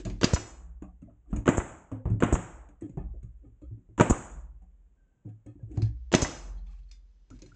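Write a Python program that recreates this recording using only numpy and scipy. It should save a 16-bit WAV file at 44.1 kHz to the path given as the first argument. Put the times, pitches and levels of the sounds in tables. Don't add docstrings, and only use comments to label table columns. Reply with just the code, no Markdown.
import sys
import numpy as np
from scipy import signal
from scipy.fft import rfft, irfft, next_fast_len
from scipy.io import wavfile
from scipy.ndimage import uniform_filter1d

SR = 44100
rng = np.random.default_rng(int(sys.argv[2]) if len(sys.argv) > 2 else 0)


def pcm_store(signal):
    levels = np.round(np.clip(np.atleast_2d(signal), -1, 1) * 32767)
    wavfile.write(sys.argv[1], SR, levels.astype(np.int16).T)


def volts_from_decibels(level):
    exponent = np.asarray(level, float) / 20
    return 10 ** exponent


N = 333248
BUMPER_S = 0.0105

# driver_blow_s, driver_crack_db, bumper_crack_db, steel_ring_db, panel_shove_db
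SHOTS = [
    (0.232, -14.5, -22, -19, -7),
    (1.478, -10.5, -18.5, -23.5, -5),
    (2.2237, -13.5, -14.5, -31, -7),
    (3.9982, -11, -12.5, -20.5, -5.5),
    (6.138, -11.5, -15.5, -16.5, -6),
]
# start_s, hiss_rms_db, length_s, piston_lands_after_s, piston_crack_db
EXHAUST = [
    (0.333, -28, 0.026, .028, -24.5),
    (1.571, -32.5, .022, 0.029, -25),
    (2.324, -33, 0.039, .029, -17.5),
    (4.097, -26, 0.02, 0.029, -23.5),
    (6.216, -26.5, 0.03, .031, -24.5),
]
# time_s, share_0_to_1, stereo_width_db
WIND_MODE = [(0, 0.25, -6), (0.191, 0, -34), (.2, 0.16, -30.5), (.33, 0, -34), (0.346, 0, 6.5),
             (.74, 0.99, 8), (0.8, 0.98, -16), (5.738, 0.88, -11.5), (5.79, 0, 4), (7.56, 0.03, 6.5)]


def unit(x):
    return x / np.sqrt(np.mean(x ** 2) + 1e-20)


def along(points, hz):
    f, v = np.transpose(points)
    return np.interp(np.log(hz + 1), np.log(f + 1), v)


def filtered(x, response):
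    n = x.shape[-1]
    m = next_fast_len(n + 8192)
    return irfft(rfft(x, m) * response(np.fft.rfftfreq(m, 1 / SR)), m)[..., :n]


def coloured(x, spectrum):
    return filtered(x, lambda hz: volts_from_decibels(along(spectrum, hz)))


def add(track, s, x):
    part = track[max(round(s * SR), 0):][:len(x)]
    part += x[:len(part)]


def struck(force, modes, scatter_db, soft_hz=20000, near_hz=0):
    gains = volts_from_decibels(scatter_db * rng.standard_normal(len(modes)))
    if near_hz:
        gains = gains * volts_from_decibels(-14 * np.abs(np.log2(np.array(modes)[:, 0] / near_hz)))

    def body(f):
        total = 0
        for k, ((centre, width, db), gain) in enumerate(zip(modes, gains)):
            resonance = 1j * f * width / (centre * centre - f * f + 1j * f * width)
            total = total + (-1) ** k * gain * volts_from_decibels(db) * resonance
        return total / (1 + 1j * f / soft_hz) ** 2

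    ring = filtered(force, body)
    return ring / np.abs(ring).max()


def shop(x, shut):
    # hz, t60_s
    decay = [(100, 1), (300, 0.58), (1000, 1), (3000, 0.66), (7000, 0.81)]
    # hz, level_db
    colour = [(100, -6), (200, -7.5), (400, -3.5), (1000, -9.5), (2500, 2), (4500, -3.5), (7000, -5)]
    hz, t, z = signal.stft(rng.standard_normal(SR * 3 // 4), SR, nperseg=256)
    hz = hz[:, None]
    fade_db = -60 * t / along(decay, hz)
    fade_db = fade_db - 20 * (t / shut * ((hz + 100) / 1000) ** 0.17) ** 4
    tail = signal.istft(z * np.abs(z) ** 0.3 * volts_from_decibels(fade_db), SR, nperseg=256)[1]
    tail = coloured(tail / np.linalg.norm(tail), colour)
    return signal.fftconvolve(np.pad(x, (150, 0)), tail)


def contacts(rows, metal, t60, soft_hz, chatter_db, shake, wet_db, shut, low_db, crack_db, metal_db):
    # centre_hz, width_hz, level_db
    bench_modes = [(77.4, 79, -12), (108.3, 7.9, 7), (147, 56, -10.5)]
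    panel_modes = [(175.25, 8.7, -2), (215, 9, -14), (255.4, 6.8, -13), (296.1, 12, -1.5), (364, 28, -1.5)]
    wood_modes = [(456, 30, -1), (625, 40, 0.5), (717, 24, -1), (940, 160, -4.5), (1187, 210, -4.5),
                  (1660, 310, -7.5), (1840, 390, -6.5), (2840, 300, -8.5), (3700, 910, -15)]
    out, t = np.zeros(N), np.arange(SR // 5) / SR
    u = t[:800]
    for s, db, boom, panel, steel, panel_hz in rows:
        chatter = rng.standard_normal((2, len(t))) * volts_from_decibels(-60 * t / t60)
        force = volts_from_decibels(chatter_db) * chatter[0] + (t == 0)
        rattle = chatter[1] * (shake + volts_from_decibels(-60 * t / 0.04))
        sound = volts_from_decibels(boom + low_db) * struck(force, bench_modes, scatter_db=8.5, soft_hz=155)
        sound += volts_from_decibels(panel + low_db) * struck(force, panel_modes, scatter_db=7.5, soft_hz=396, near_hz=panel_hz)
        sound += volts_from_decibels(crack_db) * struck(force, wood_modes, scatter_db=1.0, soft_hz=soft_hz)
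        sound += volts_from_decibels(steel + metal_db) * struck(rattle, metal, scatter_db=3.0)
        add(out, s + 0.0007, volts_from_decibels(db) * sound)
        pushes = [(panel - 12.5, panel_hz, 0.017),
                  (crack_db + 11.5, 800, 0.0002 + 0.45 / soft_hz),
                  (crack_db - 9.0 - 6000 / soft_hz, 3000, 0.00025),
                  (steel + metal_db + 3.5, 5800, 0.00008)]
        burst = sum(volts_from_decibels(push_db) * np.sin(2 * np.pi * hz * u) * np.exp(-u / decay)
                    for push_db, hz, decay in pushes)
        add(out, s, volts_from_decibels(db + wet_db) * shop(burst, shut))
    return out


def ringing(rows, width):
    out, t = np.zeros(N), np.arange(SR // 3) / SR
    for s, hz, db, length in rows:
        noise = rng.standard_normal(len(t))
        tone = filtered(noise, lambda f: np.exp(-((f - hz) / (width * hz)) ** 2))
        tone = tone / np.std(tone[:round(length * SR) + 40])
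        envelope = (1 - np.exp(-t / 0.0009)) * np.exp(-(t / length) ** 2 * 1.5)
        add(out, s, volts_from_decibels(db) * tone * envelope)
    return out


def hush():
    # hz, density_db_per_hz
    air_colour = [(18, -24.5), (30, 0.5), (65, -10.5), (97, -21.5), (161, -20), (214, -25), (293, -27.5),
                  (1230, -43.5), (6460, -46.5), (9260, -64), (12000, -109), (20400, -120)]
    s, share, _ = np.transpose(WIND_MODE)
    air = unit(coloured(rng.standard_normal(N), air_colour))
    hiss = coloured(air, [(500, -36.0), (1200, -2.0)])
    opened = 1 - np.interp(np.arange(N) / SR, s, share)
    return volts_from_decibels(-67.0) * (air + 0.5 * opened * hiss)


def scrape():
    # loudest_s, scuff_db, hiss_rel_db, rise_s, fall_s (per 20 dB)
    strokes = [(0.001, -41.5, -10, 0.0066, 0.041), (0.06, -52, -8, 0.0204, 0.23),
               (1.32, -46, -18.5, 0.035, 0.0025), (2.842, -47, -27, 0.005, 0.18),
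               (3.452, -55.5, -35, 0.033, 0.082), (5.719, -51.5, -27, 0.051, 0.097),
               (5.768, -47, -20.5, 0.052, 0.0088), (6.666, -95.5, 13, 0.017, 0.032),
               (6.73, -82, 11.5, 0.1, 0.077), (6.79, -86.5, 9, 0.03, .06), (6.901, -99, 22, 0.045, 0.0086),
               (7.361, -68.5, 0, 0.08, 0.048), (7.489, -69.5, -1, 0.1, 0.22)]
    # hz, density_db_per_hz
    hiss_colour = [(900, -15.5), (1600, -1.5), (3000, -5), (6500, -6), (9000, -13)]
    scuff_colour = [(120, -20), (300, 12.5), (500, -9.5), (900, -29), (1500, -46.5)]
    t = np.arange(N) / SR
    hiss_level, scuff_level = np.zeros(N), np.zeros(N)
    for s, db, hiss_db, rise, fall in strokes:
        stroke = volts_from_decibels(db - 20 * np.abs(t - s) / np.where(t < s, rise, fall))
        hiss_level += volts_from_decibels(hiss_db) * stroke
        scuff_level += stroke
    roughness = volts_from_decibels(1.5 * unit(uniform_filter1d(rng.standard_normal(N), size=120)))
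    grains = rng.standard_normal((2, N)) * roughness
    hiss = hiss_level * unit(coloured(grains[0], hiss_colour))
    return hiss + scuff_level * unit(coloured(grains[1], scuff_colour))


def knocks():
    # time_s, crack_peak_db, body_rel_db, staple_rattle_rel_db
    on_bench = [(1.328, -29, 6.5, -28), (1.361, -33.5, 3.5, -12.5), (1.376, -44.5, 0.5, -23),
                (2.054, -25.5, 0.5, -39.5), (2.113, -42, 13, -28), (2.139, -49.5, 20, -29),
                (2.894, -69.5, 29.5, 2.5), (2.972, -34.5, 9, -32), (3.046, -53, 11, -48),
                (3.228, -65.5, 25, -2), (3.461, -64.5, 15, -29), (3.708, -65.5, 25, -35),
                (3.889, -65, 18, -33), (5.252, -61.5, 26, -21.5), (5.264, -65.5, 7, -14),
                (5.625, -64, 20, -15.5), (5.772, -34, 14.5, -22), (5.819, -38, 10.5, -7.5),
                (6.912, -69, 5, 14.5), (7.46, -54.5, 4.5, -8), (7.521, -64, 11, -21),
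                (7.542, -60.5, 0, -10.5)]
    on_edge = [(0.05, -38, 7, -5.5), (0.066, -28.5, -3, -39), (0.098, -44.5, 10, -4.5),
               (1.018, -62, 18.5, -8.5), (1.06, -66, 7, -34.5), (1.096, -55, -3, -38),
               (2.1, -42, 12.5, -17), (2.687, -49, -4.5, -15), (4.62, -59, 1.5, -21),
               (5.594, -68, 14.5, -28), (6.668, -60, -4, -11.5), (7.389, -54.5, -8, -10)]
    on_middle = [(0.001, -48.5, 0.9, -37), (0.821, -40.5, 0.5, -23), (1.915, -28, -1.5, -30.5),
                 (5.289, -63, 10.5, -10.5), (2.809, -58, 5, -5), (2.821, -51, 14.5, -14),
                 (3.134, -60, 10.5, -35), (3.616, -58.5, 12, -15), (3.779, -73, 20.5, -21),
                 (5.462, -51.5, 11, -11), (5.554, -63, 17.5, -37), (5.714, -64, -4, -2),
                 (7.302, -47.5, 2.5, -12), (7.328, -61, 11, -31), (7.419, -52.5, 9, -2.5)]
    # boom_db, panel_db, panel_hz
    spots = [
        (-1, -9, 220),
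        (-2.5, -0.5, 180),
        (-2.5, -1.5, 260),
    ]
    # centre_hz, width_hz, level_db
    staples = [(1650, 18, 2.5), (2090, 12, 0), (2460, 730, -2), (3550, 46, -0.5), (4100, 640, -4.5),
               (5080, 370, -1.5), (5950, 1300, -4.5), (6936, 280, 0), (8050, 410, -9)]
    rows = []
    for hits, (boom_db, panel_db, hz) in zip((on_bench, on_edge, on_middle), spots):
        for s, db, body, rattle in hits:
            rows.append((s, db, body + boom_db, body + panel_db, rattle, hz))
    return contacts(sorted(rows), staples, t60=0.2, soft_hz=880, chatter_db=-27.0, shake=0.53,
                    wet_db=0.5, shut=0.14, low_db=-1.0, crack_db=-10.5, metal_db=9.5)


def boards():
    # start_s, pitch_hz, rms_db, length_s
    hums = [(0.055, 620, -41, 0.024), (0.215, 440, -39, 0.024), (.61, 163, -60, 0.16),
            (0.8205, 610, -62, 0.07), (.8645, 730, -66, 0.067), (1.023, 236.3, -51.5, 0.056),
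            (1.256, 700, -79.5, .07), (1.325, 780, -49, 0.016), (1.3308, 292, -39.5, .09),
            (1.4898, 110, -35.5, 0.043), (1.4903, 520, -32, 0.01), (1.9156, 300, -45, 0.059),
            (1.9305, 520, -57.5, 0.16), (2.8195, 720, -65, 0.051), (2.8217, 520, -60.5, 0.092),
            (3.053, 790, -71.5, 0.089), (3.1375, 634, -70.5, 0.059), (3.239, 114, -52, 0.062),
            (3.434, 524, -70.5, .04), (3.4465, 750, -79, 0.062), (3.628, 300, -56, .05),
            (3.7735, 292, -61, .05), (3.8905, 301, -62.5, .05), (4.003, 410, -33, 0.02),
            (4.351, 151, -60, 0.19), (4.51, 116, -67.5, 0.14), (5.2485, 310, -52.5, 0.064),
            (5.2712, 480, -62, 0.04), (5.2735, 701.7, -69.5, 0.063), (5.4585, 334, -59, 0.051),
            (5.4603, 530, -61.5, .06), (5.461, 113, -44.5, 0.07), (5.466, 754, -71, 0.052),
            (5.595, 520, -66, 0.036), (5.632, 620, -75, 0.029), (5.72, 717, -68, 0.05),
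            (5.775, 720, -49.5, 0.027), (5.8105, 300, -49.5, 0.091), (5.831, 721, -64.5, 0.064),
            (6.14, 720, -32, 0.021), (6.44, 177.1, -60, 0.3), (6.511, 106, -60.5, 0.15),
            (6.6755, 800, -74.5, .12), (6.76, 127, -66, 0.17), (7.3064, 126, -58.5, 0.17),
            (7.3085, 263, -47.5, 0.055), (7.424, 259.4, -65.5, 0.042), (7.4254, 510, -56, 0.024)]
    return ringing(hums, width=0.09)


def sway():
    # crest_s, low_mode_db, high_mode_db, swell_s, t60_s
    swells = [
        (0.135, -34.5, -44, 0.084, 0.5),
        (0.713, -47.5, -45, 0.18, 1.63),
        (1.399, -32.5, -39.5, 0.06, 0.11),
        (2.611, -51, -50, 0.11, 0.89),
        (3.062, -39, -38.5, 0.071, 1.34),
        (3.689, -64, -40.5, 0.045, 0.37),
        (4.387, -42.5, -43.5, 0.076, 1.4),
        (5.904, -42, -35, 0.14, 1.72),
        (6.566, -35.5, -46, 0.14, 1.9),
        (7.371, -50, -60.5, 0.033, 0.6),
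    ]
    mode_hz = [44.7, 61.4]
    out, t = np.zeros(N), np.arange(N) / SR
    for s, low_db, high_db, swell, t60 in swells:
        rise = np.exp(-((t - s) / swell) ** 2 * 0.64)
        size = np.where(t < s, rise, volts_from_decibels(-60 * np.abs(t - s) / t60))
        for hz, db in zip(mode_hz, (low_db, high_db)):
            out += size * volts_from_decibels(db) * np.cos(2 * np.pi * hz * (t - s))
    return out


def tool_parts():
    # time_s, crack_db, panel_rel_db, steel_rel_db, panel_hz
    pulls = [
        (0.212, -24, -5.5, -13, 359.1),
        (0.221, -32, -1, -8, 159.6),
        (1.457, -27, 0, -15, 382),
        (1.468, -24, 2, -12, 202.7),
        (2.203, -29.5, -2, -17.5, 248),
        (2.212, -34, -4, -16.5, 305),
        (3.978, -27, 0.5, -18.5, 165.7),
        (3.987, -28.5, 1, -13, 301.6),
        (6.117, -26, -4, -18.5, 160.4),
        (6.126, -26, 4, -4, 165),
    ]
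    # centre_hz, width_hz, level_db
    steel_modes = [(3300, 2900, -1.5), (4800, 360, 1.5), (6070, 1300, 0.5), (6850, 1800, -3)]
    # time_s, crack_db, boom_rel_db, panel_rel_db, steel_rel_db, panel_hz
    rows = [(s, db, -6.5, panel, steel, hz) for s, db, panel, steel, hz in pulls]
    for s, driver_db, bumper_db, steel_db, shove_db in SHOTS:
        boom, panel = shove_db - 26.5 - driver_db, shove_db - 13 - driver_db
        rows.append((s, driver_db, boom, panel, steel_db - 7.5 - driver_db, 355))
        rows.append((s + BUMPER_S, bumper_db, -11.5, -8.5, steel_db - bumper_db, 280))
    rows += [(s + wait, db - 3, -8, -10, -26, 340) for s, _, _, wait, db in EXHAUST]
    return contacts(sorted(rows), steel_modes, t60=0.082, soft_hz=6540, chatter_db=-24.0, shake=0.4,
                    wet_db=8.0, shut=0.61, low_db=-3.0, crack_db=-5.0, metal_db=7.0)


def pings():
    # start_s, pitch_hz, peak_db
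    nose_pings = [(0.2215, 4640, -28), (0.241, 4850, -10), (0.2415, 3660, -17.5), (0.2415, 6372, -24),
                  (6.149, 6300, -16), (6.15, 3880, -27), (2.203, 4500, -32), (2.2155, 4600, -37.5),
                  (7.419, 6200, -42), (7.419, 6800, -47), (7.419, 5460, -44), (7.419, 4120, -49),
                  (7.462, 4100, -50)]
    out, t = np.zeros(N), np.arange(SR // 20) / SR
    for s, hz, db in nose_pings:
        envelope = volts_from_decibels(db - 60 * t / 0.018) * (1 - np.exp(-t / 0.001))
        add(out, s, envelope * np.sin(2 * np.pi * hz * t))
    return out


def thumps():
    out, t = np.zeros(N), np.arange(SR // 20) / SR
    double = 0.55 * (1 - np.exp(-t / 0.0005)) * np.cos(2 * np.pi * 1500 * (t - 0.0004))
    driver = np.exp(-(t / 0.0027) ** 4) * (np.sin(2 * np.pi * 400 * t) + double)
    bumper = np.exp(-(t / 0.0047) ** 4) * (1 - np.exp(-(t / 0.0005) ** 2))
    bumper = bumper * np.cos(2 * np.pi * 200 * (t - 0.0007))
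    for s, driver_db, _, _, shove_db in SHOTS:
        add(out, s, volts_from_decibels(driver_db + 0.5) * driver)
        add(out, s + BUMPER_S - 0.0002, volts_from_decibels(shove_db - 1.2) * bumper)
    return out


def sheet():
    # centre_hz, width_hz, level_db
    sheet_modes = [(520, 19, -4), (607, 30, 1), (941.4, 60, -4), (1100, 21, -3.5), (1260, 35, -6.5),
                   (1525, 12, -13), (1623, 150, -7), (2000, 45, -5.5), (2210, 39, -10), (2540, 92, -11),
                   (2900, 40, -13), (3170, 35, -13.5), (3380, 30, -16.5), (3910, 150, -15.5)]
    # driver_db, bumper_db, piston_db, favoured_hz
    hits = [
        (-24, -28.5, -29, 5200),
        (-18.5, -23.5, -29, 1550),
        (-21.5, -29, -31.5, 1700),
        (-16.5, -10, -39, 780),
        (-14.5, -24.5, -23, 1470),
    ]
    out, t = np.zeros(N), np.arange(SR // 5) / SR
    for (s, *_), (air_s, _, _, wait, _), (*blows_db, near_hz) in zip(SHOTS, EXHAUST, hits):
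        modes = [(hz, w, db - 5 * abs(np.log2(hz / near_hz))) for hz, w, db in sheet_modes]
        for at, db in zip((s, s + BUMPER_S, air_s + wait), blows_db):
            force = (t == 0) + volts_from_decibels(-26) * rng.standard_normal(len(t)) * volts_from_decibels(-60 * t / 0.047)
            ring = volts_from_decibels(db) * struck(force, modes, scatter_db=3, soft_hz=4000)
            add(out, at + 0.0007, ring)
            add(out, at, volts_from_decibels(-9.0) * shop(ring, shut=0.21))
    return out


def exhaust():
    # hz, density_db_per_hz
    jet = [(1500, -22), (3500, -11), (5000, -4), (6500, 3.5), (8000, -5.5), (12000, -10)]
    out, t = np.zeros(N), np.arange(SR // 8) / SR
    for s, db, length, *_ in EXHAUST:
        choke = 1 + np.exp(np.minimum((t - length) / 0.0046, 50))
        flow = (1 - np.exp(-t / 0.0017)) * np.exp(-t / 0.046) / choke
        hiss = volts_from_decibels(db) * flow * unit(coloured(rng.standard_normal(len(t)), jet))
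        add(out, s, hiss)
        add(out, s, volts_from_decibels(-3.5) * shop(hiss, shut=0.55))
    return out


def jabs():
    # start_s, jab_db, width_s, swing_back_db
    eddies = [(0.3349, -11.5, 0.0013, -40), (0.337, -10, 0.00089, -10), (1.5724, -23.5, 0.00064, -33.5),
              (1.581, -11, 0.00058, -15), (2.3260, -12, 0.001, -36.5), (2.329, -7, 0.0012, -10.5),
              (2.34, -16.5, .004, -37.5), (2.342, -17.5, 0.00074, -38), (4.0996, -14.5, 0.0009, -38),
              (4.1005, -12.5, 0.00091, -23.5), (4.1048, -15.5, 0.00081, -45), (4.1060, -13, 0.00071, -16),
              (4.1088, -5, .001, -10.5), (6.224, -11.5, 0.00088, -16), (6.2309, -16, 0.001, -38.5)]
    out, t = np.zeros(N), np.arange(SR // 20) / SR
    swing = -(1 - np.exp(-(t / 0.00044) ** 2)) * np.cos(2 * np.pi * 47 * t) * np.exp(-(t / 0.014) ** 3)
    for s, db, width, swing_db in eddies:
        u = t / (0.55 * width)
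        push = (u * np.exp(1 - u)) ** 1.3
        add(out, s, volts_from_decibels(db) * push + volts_from_decibels(swing_db - 2.0) * swing)
    return out


def landings():
    # start_s, pitch_hz, rms_db, length_s
    raps = [
        (.361, 1000, -34.5, 0.02),
        (1.599, 1000, -38.5, 0.028),
        (2.35, 1000, -34, 0.015),
        (4.123, 800, -31.5, .017),
        (6.245, 1100, -36, .012),
    ]
    return ringing(raps, width=0.9)


def casing():
    # start_s, pitch_hz, rms_db, length_s
    body_rings = [(0.8204, 1130, -63.5, 0.07), (.8215, 1500, -65.5, 0.027), (0.8222, 2580, -68, 0.046),
                  (1.019, 1301, -78.5, 0.029), (1.0206, 2080, -84, 0.06), (1.0905, 1300, -81, 0.054),
                  (1.3275, 1320, -48.5, .015), (1.3475, 1250, -62, 0.016), (1.994, 1510, -74, .02),
                  (2.809, 1900, -71, 0.037), (2.824, 1800, -73, 0.052), (3.0825, 1100, -79, 0.041),
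                  (3.2235, 2160, -78, 0.024), (3.2305, 1200, -82, 0.055), (3.6185, 1260, -77, 0.067),
                  (5.2905, 1620, -81, 0.04), (5.46, 1200, -81, .05), (5.7705, 887, -61, 0.033),
                  (5.815, 1758, -71, 0.11), (6.5755, 4196, -75, 0.047), (6.666, 3300, -74.5, 0.017),
                  (6.6675, 3400, -84, 0.056), (6.6905, 1120, -75.5, 0.1), (6.7005, 2430, -80, 0.11),
                  (6.782, 2880, -77, .02), (6.8225, 3430, -83, 0.022), (6.8305, 4150, -80.5, 0.017),
                  (6.905, 2396, -82, 0.026), (7.31, 1360, -61.5, 0.03), (7.394, 3700, -79, 0.017),
                  (7.518, 1410, -59, 0.018), (7.5455, 1450, -70, 0.011)]
    return ringing(body_rings, width=0.09)


def magazine():
    # start_s, rms_db, length_s, treble_db_per_octave
    shakes = [(0.821, -74, 0.036, 0), (1.023, -90, 0.033, -12), (2.821, -70, 0.054, 5.5),
              (2.828, -72, 0.041, -2), (2.986, -67.5, 0.057, -4), (3.227, -87, 0.042, 7),
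              (3.443, -82.5, 0.051, 0), (3.618, -82, 0.062, 16), (5.277, -82, 0.06, -0.5),
              (5.466, -70.5, 0.07, 2), (5.848, -75.5, 0.053, 13.5), (6.571, -75.5, 0.044, 5),
              (6.674, -78, 0.11, 3), (6.819, -91, 0.036, 13.5)]
    # pitch_hz, level_db
    pitches = [(1250, -5.5), (1780, -7.5), (2200, -10.5), (2550, -7.5), (3270, -7), (4200, -11.5)]
    rows = []
    for s, db, length, tilt_db in shakes:
        for hz, ring_db in pitches:
            level_db = db + ring_db + tilt_db * np.log2(hz / 2000) + rng.normal(0, 3)
            rows.append((s, hz, level_db, length))
    return ringing(rows, width=0.03)


def thuds():
    # start_s, pitch_hz, peak_db, t60_s
    low_rings = [
        (0.8227, 310, -34.5, 0.069),
        (2.058, 59.33, -24, .15),
        (2.1155, 111, -20.5, 0.25),
        (2.821, 331, -34, 0.14),
        (5.631, 110.3, -34, .3),
        (5.8249, 112.5, -21.5, .3),
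        (3.715, 112, -36.5, 0.19),
    ]
    out, t = np.zeros(N), np.arange(SR // 3) / SR
    for s, hz, db, t60 in low_rings:
        envelope = volts_from_decibels(db - 60 * t / t60) * (1 - np.exp(-t * hz * 6))
        add(out, s, envelope * np.sin(2 * np.pi * hz * t))
    return out


def slats():
    # start_s, pitch_hz, rms_db
    slat_rings = [(0.83, 764, -63), (1.02, 576, -71), (1.075, 630, -62), (1.259, 1160, -81),
                  (2.976, 769, -52), (3.134, 496, -62.5), (3.229, 512, -76.5), (3.619, 532, -61.5),
                  (4.615, 722, -71)]
    return ringing([(*row, 0.05) for row in slat_rings], width=0.14)


def squeaks():
    # start_s, pitch_hz, rms_db, length_s
    hose = [
        (4.968, 1558, -84.5, 0.26),
        (5.596, 1650, -82, 0.037),
        (6.886, 4310, -75, 0.025),
        (6.912, 4430, -54.5, 0.0078),
        (6.915, 4740, -75, 0.08),
        (7.462, 4130, -69, 0.015),
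    ]
    return ringing(hose, width=0.025)


def scene():
    # hz, level_db
    spread = [(2600, -68.5), (3100, -13.5), (4500, -9.5), (6200, -12.5), (6600, -32), (9000, -28)]
    air = hush() + scrape() + knocks() + boards() + tool_parts() + sheet() + exhaust()
    air += landings() + casing() + magazine() + slats() + squeaks()
    smear = rng.standard_normal(400) * volts_from_decibels(-60 * np.arange(400) / 150)
    side = coloured(signal.fftconvolve(air, smear / np.linalg.norm(smear))[:N], spread)
    mid = air + sway() + pings() + thumps() + jabs() + thuds()
    return np.array([mid + side, mid - side])


def top_cut(x):
    return signal.sosfilt(signal.butter(12, 15900, fs=SR, output="sos"), x)


def record(dry):
    # hz, level_db
    port_sum = [(1500, 1.5), (3000, -5), (3800, -12.5), (4500, -27), (5300, -21), (6200, -7), (7200, 6.5)]
    mic = [(20, -10.5), (40, 1), (7800, -1.5), (8600, -12.5), (9300, -24), (10000, -64), (16000, -64.5)]
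    image = [(13600, -120), (14300, -51), (15700, -46.5), (16100, -120)]
    s, share, width_db = np.transpose(WIND_MODE)
    t = np.arange(N) / SR
    share = np.clip(np.interp(t, s, share), 0, 1)
    x = share * coloured(dry, port_sum) + (1 - share) * dry
    mid = x.mean(axis=0)
    side = (x[0] - x[1]) / 2 * volts_from_decibels(np.interp(t, s, width_db))
    x = coloured(np.array([mid + side, mid - side]), mic)
    mirror = 2 * x * np.cos(2 * np.pi * 22800 * t)
    loud = uniform_filter1d(np.abs(x[0]), size=900)
    mirror_gain = (0.3 + share) * np.minimum(loud / 0.06, 1) ** 2
    mix = x + coloured(mirror * mirror_gain, image)
    return top_cut(mix)


dry = scene()
out = record(dry)
pcm_store(out)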